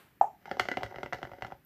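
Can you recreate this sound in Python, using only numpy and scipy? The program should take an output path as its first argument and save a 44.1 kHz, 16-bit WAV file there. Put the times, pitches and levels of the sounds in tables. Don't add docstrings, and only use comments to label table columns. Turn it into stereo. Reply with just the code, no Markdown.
import sys
import numpy as np
from scipy import signal
from scipy.fft import rfft, irfft, next_fast_len
from scipy.io import wavfile
from scipy.ndimage import map_coordinates

SR = 44100
rng = np.random.default_rng(int(sys.argv[2]) if len(sys.argv) > 2 else 0)


def int16_out(signal):
    q = np.round(np.clip(np.atleast_2d(signal).T, -1, 1) * 32767)
    wavfile.write(sys.argv[1], SR, q.astype(np.int16))


def boost_factor(decibels):
    exponent = np.asarray(decibels, float) / 20
    return 10 ** exponent


N = 72765

# start_s [s], level_db [dB], thump_db [dB], hollow_db [dB], bright_db [dB]
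FIRM_KNOCKS = [(0.455, -30, -15, -3, 2), (0.512, -19, -3, 5, 2), (0.595, -5.5, -7.5, -7.5, 4.5),
               (0.653, -26, -1, 0.5, 3), (0.685, -13, -11, -4.5, -0.5), (0.714, -15, -27, -1.5, 0.5),
               (0.77, -20.5, 3, 4.5, 3.5), (0.831, -17, 7, -0.5, 5.5), (0.958, -24.5, 5, -1, -4),
               (0.983, -30.5, 4, 6.5, -1), (1.03, -19, 3, 0, 0.5), (1.059, -28, -8, 1.5, 1),
               (1.124, -18, -5, 0.5, -11), (1.184, -34.5, -1, 6, 3), (1.228, -22, 7, -0.5, 2),
               (1.315, -31.5, 9.5, 5, -3), (1.421, -17, 3, -3, -2.5), (1.446, -23.5, 4, 0, -2.5),
               (1.52, -30, 8.5, 4.5, -4)]
# start_s [s], level_db [dB], hollow_db [dB], bright_db [dB]
LIGHT_TAPS = [(.568, -73.5, 49, 46), (.5975, -19.5, 3, -29), (0.592, -37, 6, 11), (.737, -30, -2, -3),
              (.808, -36.5, 6.5, 3), (.821, -42.5, 19, 8), (.861, -28.5, -4, -1.5), (.874, -53, -4, -11),
              (.910, -37.5, 3.5, -22), (.922, -41.5, 11.5, -11), (.942, -33.5, 4, -16), (1.002, -50, 8, -3),
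              (1.130, -14.5, -6, 2.5), (1.144, -31.5, 3.5, 7), (1.216, -40, 13.5, 6), (1.250, -28, -1, -2),
              (1.270, -38.5, 8, -2), (1.293, -47, 11, -4), (1.333, -37.5, 8.5, 0), (1.383, -41, 7, -8),
              (1.465, -36, 2, 11), (1.480, -46, 10, 2), (1.502, -38.5, 0, -22), (1.512, -37, -1, -13),
              (1.531, -51, -22, -3)]
# mode_hz [Hz], level_db [dB], t60_s [s]
WALL_MODES = [(250, -12, 0.045), (365, -6, 0.031), (444.6, -8.5, 0.071), (555, -7, 0.059),
              (747, -2.5, 0.048), (855, -0.5, 0.014), (1065, -22, 0.0053), (1410, 3, 0.015),
              (1725, -1.5, 0.0089), (2026, 2.5, 0.02), (2304, -21.5, 0.035), (2900, -0.5, 0.012),
              (3284, -2.5, 0.013), (4660, 6.5, 0.0027)]
# freq_hz [Hz], density_db [dB per Hz]
CRACK_COLOUR = [(800, -26.5), (2500, -4), (4000, 0.5), (5500, 1.5), (7000, -8), (10000, -21), (13000, -15),
                (15000, -24)]
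# time_s [s], drag_db [dB]
DRAG_LEVEL = [(.28, -103), (0.362, -88.5), (.44, -75), (0.471, -60), (.6, -66.5), (.85, -66.5),
              (1.0, -65.5), (1.1, -79), (1.15, -68), (1.3, -74.5), (1.39, -69), (1.46, -79), (1.53, -69),
              (1.57, -98)]
# mode_hz [Hz], level_db [dB], t60_s [s]
POP_MODES = [(250, -44, 0.013), (422, -40.5, 0.11), (1194, -22, 0.018), (1806, -47.5, 0.046),
             (7450, -51.5, .04), (10500, -50.5, 0.015)]
# freq_hz [Hz], density_db [dB per Hz]
SPIT_COLOUR = [(500, -4), (1900, 4.5), (3500, -12), (7000, 0), (9000, -10), (13000, -10.5)]
# band_hz [Hz], t60_s [s], level_db [dB]
ROOM_BANDS = [(134, 0.71, -11.5), (324, 0.19, -4), (753, 0.23, -13.5), (1980, 0.15, -9.5),
              (5200, 0.47, -19.5), (12540, 0.05, -8)]
# freq_hz [Hz], density_db [dB per Hz]
FLOOR_COLOUR = [(30, -9.5), (130, 0), (350, -6), (700, -24), (1800, -12.5), (3300, -24.5), (9000, -34),
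                (13000, -21)]

HOLLOW_BELOW_HZ, BRIGHT_ABOVE_HZ, WALL_CUT_HZ = 1000, 2500, 150
SCATTER_DB, DETUNE, PHASE_SPREAD_RAD = 1.8, 0.015, 1.0
WET_DAMP_T60_S = 0.03
KNOCK_DB, KNOCK_LAG_S, CONTACT_S = -10.5, 0.00121, 0.0001
CHATTER_T60_S, CHATTER_DB = 0.048, -13
THUMP_HZ, THUMP_DB, THUMP_RISE_S, THUMP_T60_S, THUMP_DETUNE = 116, -11, 0.0061, 0.1, 0.12
SLOSH_HZ, SLOSH_DB = 65, -14.5
CRACK_DB, CRACK_T60_S, CRACK_LIKE = -14.5, 0.016, 0.5
WASH_DB, WASH_T60_S = -13, 0.12
SLIPS_PER_S, SLIP_SPREAD_DB = 700, 3
POP_S, POP_HZ, POP_DB, POP_RISE_S, POP_GLIDE, POP_NARROW = 0.2112, 775, -7, 0.0031, 0.035, 1.3
SMALL_POP_S, SMALL_POP_DB = 0.4785, -29
SPIT_DB, SPIT_T60_S, POP_ROOM_DB = -41, 0.042, 4.5
TICK_S, TICK_HZ, TICK_DB, TICK_WIDTH_S = 1.6494, 12500, -50, 0.0004
LEFT_LAG_S, SHADE_HZ, SHADE_DB = 0.00006, 4500, -7
ROOM_LIKE, ROOM_GAP_S = 0.34, 0.0049
FLOOR_DB, EARLIER_DB, EARLIER_T60_S = -63.5, -56.5, 0.52
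LOW_CUT_HZ, TOP_HZ = 35, 14700
MIRROR = np.array([[1], [-1]])


def shape(x, points):
    hz, db = np.array(points, float).T
    length = x.shape[-1]
    n = next_fast_len(length)
    f = np.maximum(np.arange(n // 2 + 1) * SR / n, 1)
    gain = boost_factor(np.interp(np.log(f), np.log(hz), db))
    return irfft(rfft(x, n) * gain, n)[..., :length]


def unit(x):
    return x / np.sqrt(np.mean(x ** 2))


def fade(t, t60):
    return np.exp(-np.log(1000) * t / t60)


def add(out, start_s, x):
    i = int(start_s * SR)
    out[..., i:i + x.shape[-1]] += x[..., :N - i]


def wall_ring(t, chance, hollow_db, bright_db):
    hz, db, t60 = np.array(WALL_MODES).T[:, :, None]
    hollow = hz < HOLLOW_BELOW_HZ
    db = db + SCATTER_DB * chance[0] + hollow_db * hollow + bright_db / 2 * (hz > BRIGHT_ABOVE_HZ)
    t60 = np.minimum(t60, WET_DAMP_T60_S * (1 + hollow / 2))
    sides = np.cos(np.pi * (np.arange(len(hz)) // 2))[:, None]
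    phase = 2 * np.pi * hz * (1 + DETUNE * chance[1]) * t + PHASE_SPREAD_RAD * chance[2]
    return np.sum(sides * boost_factor(db) * np.sin(phase) * fade(t, t60), axis=0)


def rebounds(t, noise):
    blows = boost_factor(CHATTER_DB) * np.sign(noise) * (np.abs(noise) > 2.4) * fade(t, CHATTER_T60_S)
    blows[0] = 1
    push = np.exp(-(t[:64] / CONTACT_S - 2) ** 2)
    return np.convolve(blows, push / push.sum())


def thump(t, chance):
    swell = (1 - np.exp(-(t / THUMP_RISE_S) ** 2)) * fade(t, THUMP_T60_S)
    turn = 2 * np.pi * t * (1 + THUMP_DETUNE * chance[1, :2])
    low = boost_factor(THUMP_DB) * np.sin(THUMP_HZ * turn[0])
    slosh = boost_factor(SLOSH_DB) * np.sin(SLOSH_HZ * turn[1])
    return swell * (low + slosh)


def knock(chance, grit, thump_db, hollow_db, bright_db):
    t = np.arange(grit.shape[1]) / SR
    ring = wall_ring(t, chance, hollow_db, bright_db)
    walls = signal.fftconvolve(ring, rebounds(t, grit[1]))[:len(t)]
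    walls = signal.sosfilt(signal.butter(2, WALL_CUT_HZ, "high", fs=SR, output="sos"), walls)
    decay = fade(t, CRACK_T60_S) + boost_factor(WASH_DB) * fade(t, WASH_T60_S)
    crack = boost_factor(CRACK_DB + bright_db) * grit * decay
    return walls + boost_factor(thump_db) * thump(t, chance) + crack


def stirring():
    out = np.zeros((2, N))
    taps = [(s, db, -3, hollow, bright) for s, db, hollow, bright in LIGHT_TAPS]
    chance = np.clip(rng.standard_normal((64, 3, len(WALL_MODES), 1)), -2, 2)
    grit = unit(shape(rng.standard_normal((64, 2, 6000)), CRACK_COLOUR))
    grit[:, 0] = CRACK_LIKE * grit[:, 1] + np.sqrt(1 - CRACK_LIKE ** 2) * grit[:, 0]
    for k, (start_s, level_db, *colour) in enumerate(list(FIRM_KNOCKS) + taps):
        hit = knock(chance[k], grit[k], *colour)
        add(out, start_s + KNOCK_LAG_S, boost_factor(level_db + KNOCK_DB) * hit)
    return out


def drag():
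    when, size, sign = rng.random((3, N))
    db = np.interp(np.arange(N) / SR, *np.array(DRAG_LEVEL).T) - SLIP_SPREAD_DB * np.log(size)
    slips = (when < SLIPS_PER_S / SR) * boost_factor(db) * np.sign(sign - 0.5)
    grit = unit(shape(rng.standard_normal((2, 4000)), CRACK_COLOUR))
    body = knock(np.zeros((3, len(WALL_MODES), 1)), grit, thump_db=0, hollow_db=0, bright_db=4)
    return signal.fftconvolve(slips[None], body, axes=1)[:, :N]


def pop():
    out = np.zeros(N)
    t = np.arange(6000) / SR
    u = t / POP_RISE_S
    swell = np.exp(-(u - 1) ** 2 * POP_NARROW) * np.tanh(4 * u)
    air = swell * np.sin(2 * np.pi * POP_HZ * t * (1 + POP_GLIDE * np.tanh(u / 2)))
    ring = sum(boost_factor(db) * np.sin(2 * np.pi * hz * t) * fade(t, t60) for hz, db, t60 in POP_MODES)
    spit = unit(shape(rng.standard_normal(len(t)), SPIT_COLOUR)) * fade(t, SPIT_T60_S)
    add(out, POP_S, boost_factor(POP_DB) * air + ring + boost_factor(SPIT_DB) * spit)
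    add(out, SMALL_POP_S, boost_factor(POP_DB + SMALL_POP_DB) * air)
    return out


def tick():
    t = np.arange(N) / SR - TICK_S
    return boost_factor(TICK_DB) * np.exp(-(t / TICK_WIDTH_S) ** 2) * np.sin(2 * np.pi * TICK_HZ * t)


def ports(x):
    left = shape(x[0], [(SHADE_HZ / 2, 0.5), (SHADE_HZ * 2, SHADE_DB)])
    left = map_coordinates(left, [np.arange(N) - LEFT_LAG_S * SR], mode="nearest")
    return np.array([left, x[1]])


def room(x):
    t = np.arange(SR // 2) / SR
    hz, t60, db = np.array(ROOM_BANDS).T
    echo = 0
    for f in 60 * 2 ** np.arange(0, 8.1, 0.5):
        band_pass = signal.butter(2, [f / 1.19, f * 1.19], "band", fs=SR, output="sos")
        band = signal.sosfilt(band_pass, rng.standard_normal((2, len(t))))
        life_s = np.interp(np.log(f), np.log(hz), t60)
        size = boost_factor(np.interp(np.log(f), np.log(hz), db))
        echo = echo + band * fade(t, life_s) * size / np.sqrt(life_s * SR / 14)
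    echo = np.sqrt(1 + ROOM_LIKE) * echo[0] + np.sqrt(1 - ROOM_LIKE) * echo[1] * MIRROR
    onset = 1 - np.exp(-(t / ROOM_GAP_S) ** 2)
    return signal.fftconvolve(x[None], echo * onset, axes=1)[:, :N]


def floor():
    t = np.arange(N) / SR
    mid, side, past, other = rng.standard_normal((4, N))
    side = shape(side, [(100, -17.5), (1000, 4), (5000, 1.5)])
    air = unit(shape(mid + side * MIRROR, FLOOR_COLOUR))
    tail = shape(past + 0.5 * other * MIRROR,
                 [(150, -35), (350, -18.5), (1400, -18), (3000, -24.5), (6000, -38), (15000, -32)])
    return boost_factor(FLOOR_DB) * air + boost_factor(EARLIER_DB) * unit(tail) * fade(t, EARLIER_T60_S)


def scene():
    burp = pop()
    stir = stirring() + drag()
    echoes = room(stir[1] + boost_factor(POP_ROOM_DB) * burp)
    return ports(burp + stir) + echoes + floor() + tick()


def low_pass(x):
    return signal.sosfilt(signal.butter(12, 15790, fs=SR, output="sos"), x)


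def record(dry):
    x = signal.sosfilt(signal.butter(2, LOW_CUT_HZ, "high", fs=SR, output="sos"), dry)
    x = signal.sosfilt(signal.ellip(6, 0.3, 30, TOP_HZ, fs=SR, output="sos"), x)
    return low_pass(x)


dry = scene()
out = record(dry)
int16_out(out)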